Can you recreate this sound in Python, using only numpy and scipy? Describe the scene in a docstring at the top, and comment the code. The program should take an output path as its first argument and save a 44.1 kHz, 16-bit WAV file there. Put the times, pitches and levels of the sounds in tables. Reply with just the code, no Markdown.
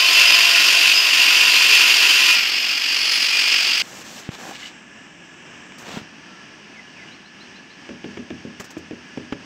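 """An angle grinder cuts through a ceramic tile, lifts clear, races briefly and coasts down with rattling gears.
Grit noise rings the resonances of disc and tile; motor and gear tones follow the falling shaft speed.
The scene then jumps indoors: a wall tile scrapes and bumps into its mortar bed, as shaped noise and damped
tones, and a hammer taps it home with decaying modes, over a steady room hiss and a few faint bird calls."""
import sys
import numpy as np
from scipy import signal
from scipy.fft import rfft, irfft, next_fast_len
from scipy.io import wavfile
from scipy.ndimage import uniform_filter1d, minimum_filter1d, map_coordinates

SR = 44100
rng = np.random.default_rng(int(sys.argv[2]) if len(sys.argv) > 2 else 0)


def wav_record(signal):
    """Record a signal, one row per channel, as 16-bit PCM in the file named by sys.argv[1]."""
    frames = np.transpose(np.atleast_2d(signal))
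    bounded = np.clip(frames, -1, 1)
    # unit amplitude maps onto the largest positive 16-bit level
    quanta = np.round(bounded * 32767).astype(np.int16)
    wavfile.write(sys.argv[1], SR, quanta)


N = 416742


def amp(db):
    """A level in decibels is the logarithm of a pressure ratio; this returns the ratio."""
    return 10 ** (np.asarray(db) / 20)


def unit(x):
    """Root-mean-square normalisation: equal signal power, whatever the waveform."""
    return x / np.sqrt(np.mean(x ** 2) + 1e-20)


def seconds(size):
    """Uniform sampling: one instant [s] per sample."""
    return np.arange(size) / SR


def curves(rows):
    """Linear interpolation: one value per sample for each column after the time."""
    times, *columns = np.transpose(rows)
    return [np.interp(seconds(N), times, column) for column in columns]


def wobble(rate):
    """Band-limited randomness: a smooth curve through `rate` random knots a second."""
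    t = seconds(N)
    coarse = t[::32]
    knots = rng.standard_normal(int(N * rate / SR) + 4)
    return np.interp(t, coarse, map_coordinates(knots, [coarse * rate]))


def filtered(x, response):
    """Linear filtering: the spectrum of x times a response of frequency [Hz]."""
    size = next_fast_len(len(x) + 8192)
    frequencies = np.fft.rfftfreq(size, 1 / SR)
    return irfft(rfft(x, size) * response(frequencies), size)[:len(x)]


def coloured(x, spectrum, peaks=()):
    """Source and resonator: a broad spectrum with resonant power added to it, at rms 1."""
    knots_hz, knots_db = np.transpose(spectrum)

    def response(hz):
        broad = amp(np.interp(np.log(hz + 1), np.log(knots_hz), knots_db))
        resonant_power = sum(amp(db) ** 2 / (1 + (2 * (hz - centre) / width) ** 2) ** 2
                             for centre, width, db in peaks)
        return broad * np.sqrt(1 + resonant_power)

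    return unit(filtered(x, response))


def grit(rate, spread_db):
    """Shot noise: independent tiny impacts of scattered size, `rate` a second on average."""
    hits = rng.random(N) < rate / SR
    sizes = rng.standard_normal(N) * amp(spread_db * rng.standard_normal(N))
    return unit(hits * sizes)


def add(track, start_s, sound):
    """Superposition: sounds sum in the track, each from its own start."""
    start = round(start_s * SR)
    track[start:start + len(sound)] += sound[:N - start]


def envelope(t, length, attack, release):
    """Exponential relaxation: rise, hold until length, then die away (all in s)."""
    rise = 1 - np.exp(-np.maximum(t, 0) / attack)
    return rise * np.exp(-np.maximum(t - length, 0) / release)


def grinder(lift_time=2.35, lift_length=0.0069, cut_db=-0.93, free_db=-2.0):
    """Load exchange: lifting clear fades power from the cutting noise to the free-running rattle."""
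    # the disc squeals when pinched in the slot, and the last row is a brief burst as the tile breaks through:
    # (time [s], length [s], frequency [Hz], level [dB])
    tonal_bursts = [(.06, .09, 4316, -21.5), (.23, .15, 5030, -18.5), (.89, .16, 5020, -20.5),
                    (1.48, .16, 4150, -27), (2.2, .15, 2452, -19), (2.33, .09, 1400, -32)]
    t = seconds(N)
    speed, shaft = shaft_rotation()
    # the noise flutters quickly, at a rate independent of the shaft speed
    flutter = np.sin(2 * np.pi * 46.9 * t + .3 * wobble(5))
    cut = cutting(shaft / 5, flutter)
    rattle = gear_rattle(shaft, flutter)
    contact = .5 - .5 * np.tanh((t - lift_time) / lift_length)
    noise = amp(cut_db) * np.sqrt(contact) * cut + amp(free_db) * np.sqrt(1 - contact) * rattle
    return noise + motor_tones(speed, shaft) + singing(tonal_bursts, width_hz=55)


def shaft_rotation():
    """Rotational inertia: the speed sags under load and decays exponentially once the power is off."""
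    # shaft speed under power, sagging with the load: (time [s], speed [turns/s])
    powered = [(0, 566.8), (.7, 568.2), (1.08, 586.4), (1.5, 584), (2.33, 549), (2.61, 585.5)]
    off_time, coast_s = 2.61, 2.45  # after switching off, the speed falls by a factor e in coast_s
    speed = curves(powered)[0] * np.exp(-np.maximum(seconds(N) - off_time, 0) / coast_s)
    angle = 2 * np.pi * np.cumsum(speed * (1 + .0015 * wobble(90))) / SR
    return speed, angle


def cutting(disc, flutter):
    """Forced vibration: grit impacts drive the resonances of disc and tile."""
    # broad grinding noise: (frequency [Hz], relative level [dB])
    grinding = [(30, -66), (70, -45.5), (180, -35.5), (320, -23.5), (500, -27.5), (850, -23.5),
                (1500, -15.5), (2250, -9.5), (2700, -2), (3250, -7.5), (3950, -12.5), (4850, -5),
                (5850, -14.5), (7300, -18), (8000, -25), (9200, -22.5), (10300, -30.5), (14000, -28.5),
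                (15500, -36)]
    # resonances of disc and tile: (frequency [Hz], width [Hz], level above the grinding noise [dB])
    disc_modes = [(1005, 80, 7), (1440, 70, 3), (2452, 50, 6), (2550, 50, 2), (2690, 170, 2), (3035, 60, 1),
                  (4700, 120, 0), (5950, 80, 3), (6850, 50, 1), (7570, 50, 3), (9425, 70, 4),
                  (11455, 50, 15), (11780, 80, 8), (12480, 250, 3), (12820, 90, 3), (13660, 110, 6),
                  (13950, 150, 5), (14400, 150, 2)]
    # how hard the disc is fed into the cut: (time [s], relative grinding level [dB])
    feed = [(0, -15), (.22, -12), (.5, -13.5), (.9, -13), (1.03, -17), (1.17, -13.5), (1.5, -13.5),
            (1.7, -12.5), (2.33, -13.5)]
    # the tile's own ring while it is still whole: (frequency [Hz], width [Hz], relative level [dB])
    slab_modes = [(586, 25, -8), (695, 30, -5), (1056, 40, -2), (2695, 50, 5), (3035, 45, 5),
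                  (3720, 50, -2), (5020, 60, 3), (5492, 30, 2)]
    hiss_db = -5  # the hiss of the grit, relative to the grinding
    ring_db, ring_fade_db_per_s = -21, 6.5  # the tile rings less as the cut goes through

    feed_db, = curves(feed)
    # the noise flutters quickly and roughens at random, with a slight pulse each disc turn
    roughness = amp(0.22 * np.sin(disc + wobble(6.5)) + 1.23 * flutter + 0.66 * wobble(44.65))
    impacts = grit(rate=22000, spread_db=1.5) * roughness
    noise = driven(coloured(impacts, grinding, disc_modes), feed_db, feed_db + hiss_db)

    def slab(hz):
        return sum(amp(db) / (1 + (2 * (hz - centre) / width) ** 2) for centre, width, db in slab_modes)

    ring = unit(filtered(grit(rate=14000, spread_db=3.0), slab))
    return noise + amp(ring_db - ring_fade_db_per_s * seconds(N)) * ring


def gear_rattle(shaft, flutter):
    """Amplitude modulation: rattling noise flutters quickly, pulses weakly each shaft turn and rings the case."""
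    # broad rattle: (frequency [Hz], relative level [dB])
    gears = [(30, -58), (70, -34), (130, -36), (260, -20.5), (520, -25), (1000, -19.5), (2000, -9),
             (2650, -1), (3300, -5), (3800, -12.5), (4350, -4.5), (4950, -2.5), (5900, -10.5), (8000, -20),
             (10500, -30), (13000, -26.5), (15500, -32)]
    # resonances of gear case and guard: (frequency [Hz], width [Hz], level above the rattle [dB])
    case_modes = [(2460, 54, 3), (2850, 115, 0.5), (3450, 89, -4.5), (4720, 300, 3.5), (5160, 340, 5)]
    # the gears running free: (time [s], relative rattle level [dB], relative hiss level [dB])
    free_levels = [(2.36, -15, -19.5), (2.48, -18.5, -22), (2.84, -20.5, -23), (3.2, -18, -19),
                   (3.5, -17, -19), (3.82, -18, -20)]
    unevenness = amp(2.2 * flutter + .8 * np.sin(shaft) + .8 * wobble(110))
    impacts = grit(rate=18000, spread_db=1.0) * unevenness
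    rattle = driven(coloured(impacts, gears, case_modes), *curves(free_levels))
    # the guard rings for a moment as the speed falls
    return rattle + singing([(3.1, .55, 2427, -25.5)], width_hz=29.1)


def driven(x, body_db, hiss_db):
    """Spectral balance: body and hiss split near 3800 Hz, each set by its strength in a reference band."""
    body = filtered(x, lambda hz: 1 / (1 + (hz / 3800) ** 12))

    def strength(low_hz, high_hz):
        return np.std(filtered(x[:2 * SR], lambda hz: (hz > low_hz) & (hz < high_hz)))

    hiss = x - body
    return body * amp(body_db) / strength(2000, 3500) + hiss * amp(hiss_db) / strength(4000, 7500)


def motor_tones(speed, shaft):
    """Rotational order tones: parts passing per turn set the pitch, and resonances swell the level."""
    # the commutator, louder as it passes a resonance
    whine_db, whine_boost_db, whine_peak_hz, whine_width_hz = -46.5, 7, 10700, 450
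    # the gear tone swells as it falls through a resonance of the case
    tooth_db, tooth_boost_db, tooth_peak_hz, tooth_width_hz = -53, 26.5, 4460, 490
    bars, teeth = 22, 9  # commutator bars and pinion teeth passing on every turn of the shaft

    whine_level = whine_db + whine_boost_db / (1 + ((bars * speed - whine_peak_hz) / whine_width_hz) ** 4)
    tooth_level = tooth_db + tooth_boost_db / (1 + ((teeth * speed - tooth_peak_hz) / tooth_width_hz) ** 4)
    whine = np.sin(bars * shaft) * amp(whine_level + 2.5 * wobble(35))
    mesh = np.sin(teeth * shaft) * amp(tooth_level + 2.5 * wobble(60))
    return whine + mesh


def singing(rows, width_hz):
    """Stick-slip: brief narrow-band tones, rough in level and phase, that swell and fade."""
    out = np.zeros(N)
    for start_s, length, hz, db in rows:
        t = seconds(int(length * SR))
        knots = rng.standard_normal((2, int(length * width_hz) + 4))
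        in_phase, quadrature = (map_coordinates(k, [t * width_hz]) for k in knots)
        tone = (1 + in_phase) * np.sin(2 * np.pi * hz * t) + quadrature * np.cos(2 * np.pi * hz * t)
        add(out, start_s, amp(db) * np.sin(np.pi * t / length) * unit(tone))
    return out


def hammer(thud_db=3, crack_db=5, modes_db=-16, boom_db=-16, boom_t60=0.43, lag=0.00191):
    """Impulse response: mortar damps each blow to a thud and crack; wall modes and room boom on."""
    # hammer blows: (time [s], blow level [dB], crack level before crack_db [dB], thud pitch [Hz],
    # level of wall and boom before modes_db and boom_db [dB], rebound relative to the blow [dB])
    taps = [(7.888, -25.5, -8, 337, 4.5, -12), (8.041, -21.5, -7.5, 336, 1, -4),
            (8.170, -23, -9.5, 348, 3, -2), (8.302, -20, -10, 327, 0, -14),
            (8.449, -18, -22, 246, -5.5, -14), (8.596, -28, -20, 200, -5, -14),
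            (8.766, -19.5, -18, 317, -2.5, -14), (8.908, -19, -19, 323, -4.5, -5),
            (9.172, -15.5, -15.5, 275, -5, -16), (9.322, -16, -6.5, 275, -4.5, -18)]
    # damped modes of the tile: (ratio to the thud pitch, level before thud_db [dB], t60 [s])
    tile_modes = [(.75, -13, 0.024), (1, 3, 0.031), (1.4, -5, .028), (1.85, -10.5, 0.033)]
    # the wall's modes behind the tile: (frequency [Hz], relative level [dB], t60 [s])
    wall_modes = [(88.3, -9.5, 0.4), (128, -13, .35), (172, -5.5, 0.48), (204.6, -4.5, 0.38),
                  (240.5, 0.5, 0.43), (275, -4, .35), (318, -4, 0.34), (361.5, -5, .28),
                  (406.6, -2.5, 0.27), (454, -8, 0.21), (562, -6, .2)]
    # the room's boom: (frequency [Hz], relative level [dB])
    boom_spectrum = [(40, -37), (85, -4), (160, -1), (250, 3), (330, -1.5), (450, -9), (600, -11),
                     (900, -39), (3000, -45), (9000, -72)]
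    rebound_s, rebound_hz = .022, 252  # the head lands once more, softly
    out, t = np.zeros(N), seconds(SR // 2)

    def thud(pitch):
        modes = sum(amp(level + rng.normal(0, 1) - 60 * t / t60) * np.sin(2 * np.pi * ratio * pitch * t)
                    for ratio, level, t60 in tile_modes)
        return amp(thud_db) * (1 - np.exp(-t / 0.0028)) * modes

    for start_s, db, hard_db, thud_hz, after_db, rebound_db in taps:
        wall = sum(amp(level + rng.normal(0, 2.7) - 60 * t / t60) * np.sin(2 * np.pi * (hz * t + rng.random()))
                   for hz, level, t60 in wall_modes)
        boom = coloured(rng.standard_normal(len(t)), boom_spectrum) * amp(-60 * t / boom_t60)
        after = amp(modes_db) * wall + amp(boom_db) * boom
        after *= amp(after_db) * (1 - np.exp(-t / 0.0078))
        blow = thud(thud_hz) + amp(hard_db + crack_db) * crack(t60=0.034)
        add(out, start_s + lag, amp(db) * (blow + after))
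        add(out, start_s + lag + rebound_s, amp(db + rebound_db) * thud(rebound_hz))
    return signal.sosfilt(signal.butter(2, 55, 'highpass', fs=SR, output='sos'), out)


def crack(t60):
    """Impact excitation: a short hard contact on ceramic is a decaying noise burst, peak 1."""
    # (frequency [Hz], relative level [dB])
    crack_spectrum = [(200, 3), (600, 8.5), (1500, 4.5), (3100, 6), (4200, -16), (7000, -13.5),
                      (10000, -51), (15000, -33)]
    t = seconds(SR // 2)
    noise = coloured(rng.standard_normal(len(t)), crack_spectrum)
    burst = noise * amp(-60 * t / t60) * (1 - np.exp(-t / 0.00025))
    return burst / np.abs(burst).max()


def seating():
    """Contact dynamics: the tile scrapes, judders, catches in sharp ticks and bumps as damped tones."""
    # the tile edge judders as it drags: (time [s], length [s], frequency [Hz], level [dB])
    judders = [(4.42, .09, 760, -42), (4.498, .03, 760, -37), (4.62, .035, 2150, -38), (4.6, .1, 2950, -39)]
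    # tile edges catching: (time [s], peak level [dB])
    ticks = [(4.2904, -25), (4.351, -28), (4.51, -28), (4.635, -31), (5.7208, -25.5), (5.827, -36),
             (5.988, -27), (7.346, -35), (8.599, -25)]
    # the tile bumping into its bed: (time [s], level [dB], frequency [Hz], t60 [s])
    bumps = [(4.29, -12.5, 134, 0.025), (5.94, -27, 200, 0.072), (5.971, -16, 208, 0.038),
             (6.016, -30, 130, 0.046)]
    out = scraping() + singing(judders, width_hz=320)
    for start_s, db in ticks:
        add(out, start_s, amp(db) * crack(t60=0.01))
    t = seconds(SR // 5)
    for start_s, db, hz, t60 in bumps:
        bump = np.cos(2 * np.pi * hz * t) * amp(-60 * t / t60) * (1 - np.exp(-t / 0.00027))
        add(out, start_s, amp(db) * bump)
    return out


def scraping():
    """Friction noise: pushes over sandy mortar grow toward their end; grains crushed behind the tile crunch."""
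    # pushes of the tile over mortar:
    # (time [s], length [s], dull scrape [dB], gritty scrape [dB], sandy hiss [dB])
    pushes = [(3.804, .21, -43, -46.5, -43), (4.039, 0.16, -42.5, -43, -42), (4.22, 0.05, -47, -45, -59),
              (4.305, 0.047, -40, -41, -47.5), (4.379, 0.13, -38, -45, -42.5), (4.525, .03, -56, -37, -53),
              (4.577, 0.096, -50, -37.5, -51), (5.776, 0.048, -43, -52, -50),
              (5.843, 0.052, -39, -41.5, -50), (5.9, 0.077, -36, -39.5, -48)]
    # grains of mortar crushed behind the tile: (time [s], dull level [dB], sandy level [dB])
    crunches = [(5.782, -50, -43), (8.597, -28.5, -35), (8.641, -38, -40.5), (8.703, -43, -42),
                (8.775, -60, -47)]
    # spectra of the three textures: (frequency [Hz], relative level [dB])
    dull_spectrum = [(40, -29), (180, 1), (450, -3.5), (770, -3), (1100, -5), (1700, -6), (3000, -15.5),
                     (8000, -53)]
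    gritty_spectrum = [(300, -15), (1400, -7.5), (2100, -0.5), (2900, 2), (3700, -1), (6000, -8),
                       (8000, -12.5), (10000, -41), (15000, -42)]
    sandy_spectrum = [(1000, -36), (4000, -0.5), (6000, 5), (7700, 1), (9500, -14.5), (12000, -10),
                      (15500, -14)]
    swell_db = 4.5  # growth of a push from its start to its end

    t = seconds(SR // 2)
    dull, gritty, sandy = np.zeros((3, N))
    for start_s, length, dull_db, gritty_db, sandy_db in pushes:
        push = envelope(t, length, attack=0.0079, release=.025)
        push *= amp(swell_db * np.minimum(t / length - 1, 0))
        for track, db in (dull, dull_db), (gritty, gritty_db), (sandy, sandy_db):
            add(track, start_s, amp(db) * push)
    crunch = envelope(t, length=0.0055, attack=0.0038, release=0.011)
    for start_s, dull_db, sandy_db in crunches:
        add(dull, start_s, amp(dull_db) * crunch)
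        add(sandy, start_s, amp(sandy_db) * crunch)
    out = dull * coloured(grit(rate=2500, spread_db=-0.5), dull_spectrum)
    out += gritty * coloured(grit(rate=5000, spread_db=2.5), gritty_spectrum)
    return out + sandy * coloured(grit(rate=20000, spread_db=2), sandy_spectrum)


def birds():
    """Frequency modulation: faint gliding chirps and calls from outside, smeared by the walls."""
    # rising chirps: (time [s], level [dB])
    chirp_rows = [(7.11, -53), (7.24, -54), (7.395, -49), (7.545, -54), (7.695, -53)]
    # hoarse falling calls: (time [s], level [dB])
    squawk_rows = [(6.725, -50), (6.955, -47)]
    # short peeps of level pitch: (time [s], level [dB])
    peep_rows = [(6.86, -52), (7.075, -50)]
    calls = glides(chirp_rows, length=.04, from_hz=3620, to_hz=4320, rough_db=2)
    calls += glides(squawk_rows, length=.085, from_hz=2730, to_hz=1980, rough_db=4)
    calls += glides(peep_rows, length=.04, from_hz=2900, to_hz=2900, rough_db=5)
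    return walls(calls, t60=.15, wet_db=-3)


def glides(rows, length, from_hz, to_hz, rough_db):
    """Instantaneous frequency: phase integrates a gliding pitch; random level makes the note rough."""
    out, progress = np.zeros(N), np.linspace(0, 1, int(length * SR))
    pitch = from_hz + (to_hz - from_hz) * np.sin(np.pi / 2 * progress)
    swell = np.sqrt(np.abs(np.sin(np.pi * progress)))
    note = unit(swell * np.sin(2 * np.pi * np.cumsum(pitch) / SR))
    for start_s, db in rows:
        add(out, start_s, amp(db) * note)
    return out * unit(amp(rough_db * wobble(200)))


def room(change_time=5.9):
    """Stationary noise: steady hiss with faint resonances that changes colour once, and thin tones."""
    # broad hiss: (frequency [Hz], relative level [dB])
    hiss_spectrum = [(25, -36), (60, -16.5), (120, -11), (175, -2), (260, -2), (330, -4), (470, -13),
                     (800, -11.5), (1200, -12.5), (2850, -10), (3500, -19.5), (4250, -28.5), (5500, -19.5),
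                     (6400, -22), (7300, -31), (8400, -30), (8850, -37), (9200, -49), (15500, -52)]
    # faint resonances, then the broad humps before and after the change of colour:
    # (frequency [Hz], width [Hz], level above the hiss [dB])
    resonances = [(1698, 190, 7), (2900, 1100, -1.5), (5570, 1200, 0.5)]
    early_hump = [(7550, 900, 8.5)]
    late_hump = [(4630, 1400, 6.5)]
    hiss_db, hum_hz, hum_db = -43.5, 1722, -56

    t = seconds(N)
    changed = np.clip((t - change_time) / .2 + .5, 0, 1)
    air = rng.standard_normal(N)
    early = coloured(air, hiss_spectrum, resonances + early_hump)
    late = coloured(air, hiss_spectrum, resonances + late_hump)
    hiss = (1 - changed) * early + changed * late
    # a thin tone, steady in level and wavering in phase
    hum = amp(hum_db) * np.sin(2 * np.pi * hum_hz * t + 1.2 * wobble(50))
    # a faint tone sounds once
    single_tone = singing([(6.22, 0.42, 1345, -53.5)], width_hz=9.0)
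    return hiss * amp(hiss_db + 0.96 * wobble(8)) + hum + single_tone


def walls(x, t60, wet_db):
    """Reverberation: a dense decaying tail of reflections smears impacts and ripples the spectrum."""
    t = seconds(SR // 3)
    tail = rng.standard_normal(len(t)) * amp(-60 * t / t60) * (t > .003)
    echo = signal.fftconvolve(x, tail / np.linalg.norm(tail))[:N]
    return (x + amp(wet_db) * echo) / np.sqrt(1 + amp(wet_db) ** 2)


def scene():
    """Superposition in two places: first the grinder, then the work at the wall."""
    jump_time = 3.821  # the scene moves indoors [s]
    indoors = np.clip((seconds(N) - jump_time) / 0.001 + .5, 0, 1)
    yard = walls(grinder(), t60=.2, wet_db=-12)
    inside = room() + seating() + hammer() + birds()
    return ((1 - indoors) * yard + indoors * inside)[None]


def record(dry):
    """Peak limiting, then band limiting: fast gain dips tame the peaks and a low-pass removes the top."""
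    top_hz = 15750
    needed = np.minimum(1, .95 / (np.abs(dry[0]) + 1e-9))
    # hold each dip around its peak, then smooth it
    gain = uniform_filter1d(minimum_filter1d(needed, size=181), size=91)
    return filtered(dry[0] * gain, lambda hz: hz < top_hz)[None]


dry = scene()
out = record(dry)
wav_record(out)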